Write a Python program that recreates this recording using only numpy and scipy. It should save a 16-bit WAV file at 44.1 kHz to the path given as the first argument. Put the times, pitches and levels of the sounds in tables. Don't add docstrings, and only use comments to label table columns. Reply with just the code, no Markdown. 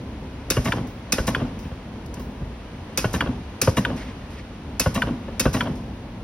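import sys
import numpy as np
from scipy import signal
from scipy.fft import rfft, irfft, next_fast_len
from scipy.io import wavfile
from scipy.ndimage import uniform_filter1d

SR = 44100
rng = np.random.default_rng(int(sys.argv[2]) if len(sys.argv) > 2 else 0)


def unload_audio(sound):
    columns = np.transpose(np.atleast_2d(sound))
    steps = np.round(np.clip(columns, -1, 1) * 32767)
    wavfile.write(sys.argv[1], SR, steps.astype(np.int16))


N = 274743

# t/s, air/dB, burst t60/s, knock/dB
FEEDS = [(0.5014, -7, 0.033, -14.5), (1.1217, -8, 0.042, -17), (2.974, -7.5, 0.041, -15.5),
         (3.615, -8, 0.038, -15.5), (4.796, -8.5, 0.037, -15.5), (5.3956, -9, 0.05, -15.5)]
# t/s, level/dB
CLACKS = [(0.72, -16.5), (1.347, -18), (3.206, -15), (3.849, -19), (5.019, -16.5), (5.606, -17)]
# t/s, level/dB, treble/dB, shudder t/s, shudder level/dB
REBOUNDS = [(.768, -19, -4, .797, -10), (1.401, -19.5, 1, 1.415, -8), (3.259, -18, 1, 3.281, -11.5),
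            (3.900, -20.5, 0, 3.916, -12), (5.069, -19.5, 1.5, 5.095, -6), (5.659, -20, 1, 5.689, -8.5)]
# f/Hz, level/dB, t60/s
FRAME_MODES = [(62, -18, 0.067), (77.7, -4, 0.098), (118.9, 0, 0.049), (142.2, -10, 0.059),
               (148.4, -2, 0.068), (207.6, -5, 0.084), (246.1, -5.5, 0.11), (266.7, -8, 0.12),
               (309.6, -10, 0.067), (381.6, -5.5, 0.031), (518.6, -1.5, 0.036), (607, -6.5, 0.026),
               (659, -14.5, 0.059), (826, -16.5, 0.036), (978, -12, 0.035), (1107, -7.5, 0.031),
               (1428, -7.5, 0.016), (1483, -21.5, 0.069), (1616, -7.5, 0.017), (1823, -12.5, 0.027),
               (2030, -19, 0.023), (2200, -26, 0.027), (2313, -14.5, 0.021), (2780, -9.5, 0.015),
               (2990, -10.5, 0.012), (3260, -18, 0.019), (3870, -11, .009)]
# f/Hz, gain/dB
CAP_REACH = [(990, -1), (1600, -5.5), (2400, -1), (3400, -4), (4700, 2)]


def valve_air():
    vents = [(0.644, -21.5, 0.012, -11), (1.2676, -17, 0.011, -18), (3.128, -19, 0.019, -16.5),
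             (3.765, -18.5, 0.015, -18), (4.94, -20.5, 0.016, -14), (5.529, -23, 0.0077, -10)]
    spits = [(0.871, -39, -17), (1.589, -42.5, -6), (2.0598, -37.5, -35), (2.1403, -32, -18.5),
             (2.1944, -42, -16), (3.961, -47.5, 0.5), (4.3014, -54, 1.5), (5.7538, -43, -10.5)]
    feed = jet([(s, db, 0.0025, t60, -20) for s, db, t60, _ in FEEDS])
    cylinder_fill = jet([(s, db - 13.5, 0.0025, 0.1, -30) for s, db, *_ in FEEDS])
    vent = jet([(s, db, rise, 0.09, hiss_db) for s, db, rise, hiss_db in vents])
    treble_spits = jet([(s, db, 0.002, 0.03, hiss_db) for s, db, hiss_db in spits])
    squeezed_out = jet([(s, db - 14, 0.002, 0.035, -30) for s, db in CLACKS])
    return feed + cylinder_fill + vent + treble_spits + squeezed_out


def jet(events):
    burst_spectrum = [(300, -32), (1200, -0.5), (2000, -4), (2600, 2.5), (3300, -11), (4200, -1.5),
                      (5300, 3.5), (6300, 4.5), (7500, 5), (9800, -3), (11500, -1.5), (13500, -6),
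                      (15300, -4.5), (16500, -7)]
    hiss_spectrum = [(600, -3), (1500, 0.5), (2600, -0.5), (4200, -3.5), (5200, 4), (6000, 1.5),
                     (8500, -5.5), (10500, -5), (12600, -10.5), (13600, -11), (15500, -21), (16500, -32)]
    hiss_t60_s = 0.42
    burst, hiss, t = np.zeros(N), np.zeros(N), np.arange(SR) / SR
    snap = 0.54 * np.exp(-t / 0.00067)
    for s, db, rise_s, t60_s, hiss_db in events:
        opening = undb(db) * (1 - np.exp(-t / rise_s))
        add(burst, s, opening * (undb(-60 * t / t60_s) + snap))
        add(hiss, s, opening * undb(hiss_db - 60 * t / hiss_t60_s))
    flutter = undb(2.0 * walk(300) + 2.2 * walk(45))
    return flutter * (burst * noise(burst_spectrum) + hiss * noise(hiss_spectrum))


def head_slams():
    slams = [(.568, -20, 12, 9.5), (1.182, -20.5, 13, 6), (3.043, -20.5, 10, 9.5), (3.673, -20, 10, 14.5),
             (4.859, -21.5, 12, 13), (5.455, -22, 15, 16.5)]
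    reach = [(61, -8), (80, -3.5), (116, -2.5), (137, 8), (153, 2), (208, 1.5), (250, 0.5), (400, 1),
             (510, 3), (610, -1), (1100, 3), (1390, -2.5), (1470, 11.5), (1610, -1), (3000, 3.5), (3800, 1)]
    hits = [blow(*slam, treble_db=5.5, rattle_s=0.0086) for slam in slams]
    return struck(hits, FRAME_MODES, reach, scatter_db=2.5, lag_s=0.0418, first_hz=772,
                  rise_s=0.00045, detune=0.022, push=10)


def head_release():
    jerks = [(.654, -16.5, -2, 0), (.660, -15, 0, -1.5), (.673, -16.5, 0, 0), (.682, -21, 5, 2),
             (1.277, -16.5, 10.5, 4), (1.286, -16, -9, -1), (1.303, -25.5, 4, 2), (3.138, -17, 5, 0.5),
             (3.145, -13, -6, -2), (3.158, -23.5, 1, 1.5), (3.769, -13.5, 0, 4), (3.776, -13, 2, -3),
             (3.784, -14.5, -5, -2), (4.952, -19, -3, 3), (4.958, -13.5, -6, 0), (4.973, -18, 5, -2),
             (4.981, -20, 1, -4), (5.540, -15.5, -5, -1), (5.545, -11, 0, -4), (5.555, -22, -3, -4),
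             (5.566, -21, 7, 3)]
    reach = [(61, 1), (116, 6), (150, -12), (208, 5.5), (250, -2.5), (400, -2), (510, -4.5), (700, 4),
             (1100, 5.5), (1470, 2.5), (2000, 9), (3000, 6.5), (3800, 13)]
    hits = [blow(s, db, -6.5, middle, treble, rattle_s=0.0049) for s, db, middle, treble in jerks]
    return struck(hits, FRAME_MODES, reach, scatter_db=2.5, lag_s=0.0032, first_hz=2500,
                  rise_s=0.0029, detune=0.021, push=9.8)


def frame_shudder():
    reach = [(61, -24), (80, -27), (120, -11), (153, -4), (208, -8), (250, -1.5), (316, -9), (600, -19),
             (2200, -34)]
    hits = [blow(s, db, rattle_s=0.02) for *_, s, db in REBOUNDS]
    return struck(hits, FRAME_MODES, reach, scatter_db=1, lag_s=0.0055, first_hz=2980,
                  rise_s=0.0049, detune=0.0078, push=2.3)


def piston_clacks():
    cap_modes = [(998, -0.5, 0.042), (1185, -12, 0.076), (1244, 3, 0.0041), (1446, 7, 0.024),
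                 (1515, 7, 0.023), (1598, 4.5, 0.016), (1750, -3, 0.029), (2010, -2, 0.008),
                 (2260, -14, 0.0091), (2417, -3.5, 0.03), (2690, -0.5, 0.01), (2966, 1.5, 0.021),
                 (3128, 7.5, 0.0086), (3430, 2, 0.019), (4500, -5, 0.0079)]
    hits = [blow(s, db, rattle_s=0.0046) for s, db in CLACKS]
    return struck(hits, cap_modes, CAP_REACH, scatter_db=1.5, lag_s=0.109, first_hz=2405,
                  rise_s=0.00078, detune=0.019, push=22, high_lag=1.6)


def cylinder_chirps():
    from_hz, to_hz, glide_s, peak_s = 2667, 1140, 0.00291, 0.0027
    out, t = np.zeros(N), np.arange(2000) / SR
    hz = to_hz + (from_hz - to_hz) * np.exp(-t / glide_s)
    envelope = (t / peak_s * np.exp(1 - t / peak_s)) ** 2
    ring = envelope * np.sin(2 * np.pi * np.cumsum(hz) / SR)
    for s, db in CLACKS:
        add(out, s, undb(db + 1) * ring)
    return out


def light_knocks():
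    bumps = [(1.094, -34, 2, 4), (1.649, -25, 5, -13), (1.713, -28, 1, -3), (2.168, -23, -8, -13),
             (2.195, -24.5, -19, -4), (2.400, -34.5, 16, -11), (2.415, -31.5, 14, -8), (3.398, -31, 3, -27),
             (5.280, -26, -12, 2)]
    reach = [(60, -0.5), (250, 0), (1000, 1.5), (2300, -5.5), (3000, -0.5), (3760, -5)]
    knocks = [blow(s + 0.00602, db, -7, -0.5, -45) for s, *_, db in FEEDS]
    ticks = [blow(s + 0.016, -31.5, -4, 3.5, 21) for s, *_ in FEEDS]
    bounces = [blow(s + 0.016, db - 5, -0.5, 2, -1.5) for s, db in CLACKS]
    rebounds = [blow(s + after_s, db + contact_db, -6, 2, treble, rattle_s=0.005)
                for s, db, treble, *_ in REBOUNDS for after_s, contact_db in ((0, -3), (0.013, -4))]
    bench = [blow(*bump, treble_db=-1.5, rattle_s=0.0075) for bump in bumps]
    hits = knocks + ticks + bounces + rebounds + bench
    return struck(hits, FRAME_MODES, reach, scatter_db=0.5, lag_s=0.0079, first_hz=3070,
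                  rise_s=0.00086, detune=0.025, push=9.4)


def valve_spool():
    body_modes = [(2583, 1, 0.05), (3720, -3.5, 0.045), (4920, -11, 0.036), (5160, -9, .05),
                  (5800, -2, 0.042), (6370, -18, 0.036)]
    reach = [(2600, 0.46), (5000, -0.62), (10000, -2)]  # f/Hz, gain/dB
    hits = [blow(s + after_s, db - 15.5, treble_db=treble, rattle_s=0.006)
            for s, db, *_ in FEEDS for after_s, treble in ((0, 0), (0.016, -5))]
    return struck(hits, body_modes, reach, scatter_db=4, rise_s=0.0008, detune=0.013, push=6.7)


def loose_metal():
    ticks = [(0.686, -26), (.769, -31), (.783, -25), (1.096, -35), (1.400, -26), (3.270, -22), (5.070, -27),
             (5.082, -25), (5.657, -30), (5.671, -19.5)]
    modes = [(2820, -16, 0.011), (3180, -3, 0.014), (1500, -1, .012)]
    hits = [blow(s, db) for s, db in ticks]
    return struck(hits, modes, CAP_REACH, scatter_db=0.5, rise_s=0.0005, detune=0.014, push=6.7)


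def blow(s, db, bass_db=0, middle_db=0, treble_db=0, rattle_s=0.001):
    return s, db, [(120, bass_db), (230, 0), (600, middle_db), (2200, treble_db)], rattle_s


def struck(hits, modes, reach, scatter_db, rise_s, detune, push, lag_s=0, first_hz=3000, high_lag=0):
    out, t = np.zeros(N), np.arange(12000) / SR
    hz, mode_db, t60_s = np.array(modes, float).T[:, :, None]
    log_distance = np.maximum(np.log(first_hz / hz), high_lag * np.log(hz / first_hz))
    delay_s = lag_s * (log_distance / 4.12) ** 2.1
    age_s = np.maximum(t - delay_s, 0)
    envelope = (1 - np.exp(-age_s / rise_s)) * undb(-60 * age_s / t60_s)
    for s, db, tone, rattle_s in hits:
        level_draw, pitch_draw = rng.standard_normal((2, len(modes), 1))
        rings = envelope * np.sin(2 * np.pi * hz * (1 + detune * pitch_draw) * age_s)
        chatter = rng.standard_normal((len(modes), 2048)) ** 3 * np.exp(-t[:2048] / rattle_s)
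        chatter[:, :1] += push + 3000 / hz
        rung = signal.fftconvolve(rings, chatter, axes=1)
        rung *= np.sqrt(np.sum(rings ** 2, axis=1) / np.sum(rung ** 2, axis=1))[:, None]
        gain = undb(mode_db + at_hz(reach, hz) + scatter_db * level_draw + at_hz(tone, hz))
        add(out, s, undb(db) * np.sum(gain * rung, axis=0))
    return out


def pack_scrapes():
    slides = [(3.967, 0.091, -43.5), (4.044, 0.092, -45.5), (4.299, 0.13, -50.5)]
    spectrum = [(800, -25), (1500, -7), (2000, -5), (2700, -9.5), (4000, -15), (9000, -25), (12000, -70)]
    t = np.arange(N) / SR
    drag = sum(undb(db) * np.interp(t, s + length_s * np.array([0, 0.13, 0.68, 1]), [0, 1, 1, 0])
               for s, length_s, db in slides)
    return drag * undb(4.1 * walk(60)) * noise(spectrum)


def thin_hiss():
    hisses = [(.871, -52, 0.46), (1.59, -56, 0.74), (2.194, -47, .35)]
    spectrum = [(11000, -28), (13500, -6), (14600, 0), (15600, 2), (16500, -10)]
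    envelope, t = np.zeros(N), np.arange(SR) / SR
    for s, db, t60_s in hisses:
        add(envelope, s, undb(db - 60 * t / t60_s))
    return envelope * noise(spectrum)


def workshop():
    levels = [(0.0, -33, -45.5), (0.54, -34.5, -44.5), (1.16, -34, -44.5), (1.47, -31.5, -43.5),
              (1.82, -35, -45.5), (2.33, -31, -46), (2.64, -34.5, -45), (2.98, -33.5, -44),
              (3.64, -34, -44), (4.09, -32.5, -43.5), (4.44, -35.5, -45), (4.72, -34.5, -45.5),
              (5.36, -31.5, -44), (6.23, -34.5, -46.5)]
    shake_spectrum = [(30, -27), (60, -9), (120, 7), (170, -8.5), (240, 2.5), (350, -9.5), (600, -13),
                      (1000, -16.5), (1600, -39), (4000, -92)]
    rumble_spectrum = [(25, 1.5), (40, 4), (58, 6.5), (110, 0.5), (160, -3.5), (230, 1.5), (330, -8.5),
                       (520, -13), (750, -19), (1000, -17), (1500, -51), (2500, -51.5)]
    hiss_spectrum = [(600, 10), (1200, 5.5), (2000, 2.5), (3000, -0.5), (4500, -8.5), (7000, -12.5),
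                     (10000, -19.5), (12600, -27), (13600, -70), (16400, -90)]
    s, rumble_db, hiss_db = np.transpose(levels)
    t = np.arange(N) / SR
    shake = undb(-29.5) * swell(t, build_s=0.3, fade_s=0.19) * noise(shake_spectrum)
    rattle_db = 4 * swell(t, build_s=0.24, fade_s=0.12)
    rumble = undb(np.interp(t, s, rumble_db) + 2.1 * walk(15)) * noise(rumble_spectrum)
    hiss = undb(np.interp(t, s, hiss_db) + rattle_db) * noise(hiss_spectrum)
    return rumble + shake + hiss


def room(x):
    t60_s, echo_db, cutoff_hz = 0.26, -23, 3080
    t = np.arange(SR) / SR
    tail = rng.standard_normal(SR) * undb(-60 * t / t60_s) * (1 - np.exp(-t / 0.00089))
    tail = signal.lfilter(*signal.butter(1, cutoff_hz, fs=SR), tail)
    return undb(echo_db) * signal.fftconvolve(x, tail / np.linalg.norm(tail))[:N]


def swell(t, build_s, fade_s):
    return sum(np.interp(t, [s - build_s, s, s + fade_s], [0, 1, 0]) for s, *_ in REBOUNDS)


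def undb(db):
    return 10 ** (np.asarray(db) / 20)


def at_hz(table, hz):
    f, v = np.transpose(table)
    return np.interp(np.log(hz + 1), np.log(f + 1), v)


def coloured(x, spectrum):
    size = next_fast_len(len(x))
    gain = undb(at_hz(spectrum, np.fft.rfftfreq(size, 1 / SR)))
    return irfft(rfft(x, size) * gain, size)[:len(x)]


def noise(spectrum):
    x = coloured(rng.standard_normal(N), spectrum)
    return x / np.std(x)


def walk(rate_hz):
    step = int(SR / rate_hz)
    return 0.58 * uniform_filter1d(np.repeat(rng.standard_normal(N // step + 1), step), step)[:N]


def add(out, s, sound):
    i = int(s * SR)
    out[i:i + len(sound)] += sound[:N - i]


def scene():
    stereo_width = [(60, -48), (150, -47), (350, -18), (700, -8), (1300, -6), (2000, -6), (2800, -2),
                    (4600, 1), (5500, -3), (6500, -6), (7500, -22), (9200, -2), (10800, -25), (12700, 0),
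                    (14000, -20), (15300, -6), (16200, 0)]
    direct = valve_air() + valve_spool() + pack_scrapes() + thin_hiss()
    direct += head_slams() + head_release() + frame_shudder()
    direct += piston_clacks() + cylinder_chirps() + loose_metal() + light_knocks()
    side = coloured(undb(4) * room(direct) + workshop() + undb(-6) * valve_air(), stereo_width)
    return direct + room(direct) + workshop() + np.array([side, -side])


def record(dry):
    balance = [(60, 0.0), (200, 0.0), (380, 0.69), (700, 2.4), (1290, 1.0), (2380, -0.6), (4400, 0.31),
               (8120, 0.2), (15000, 0.0)]
    phase = [(0, 0), (2000, .1), (3000, 1.1), (4500, 1.4), (5000, 0), (6000, 1.5), (7000, 3), (7800, 3.2),
             (9000, 4.1), (10000, 6), (11500, 6.4), (12500, 7.6), (13400, 9.3), (14600, 9.5), (15300, 10.3),
             (17000, 10)]
    bass_cut_hz, top_hz = 42, 16000
    size = next_fast_len(N + SR)
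    hz, side = np.fft.rfftfreq(size, 1 / SR), np.array([[.5], [-.5]])
    ports = undb(side * at_hz(balance, hz)) * np.exp(1j * side * at_hz(phase, hz))
    stereo = irfft(rfft(dry, size) * ports, size)[:, :N]
    stereo = signal.sosfilt(signal.butter(4, bass_cut_hz, "high", fs=SR, output="sos"), stereo)
    return signal.sosfilt(signal.ellip(10, .2, 80, top_hz, fs=SR, output="sos"), stereo)


dry = scene()
out = record(dry)
unload_audio(out)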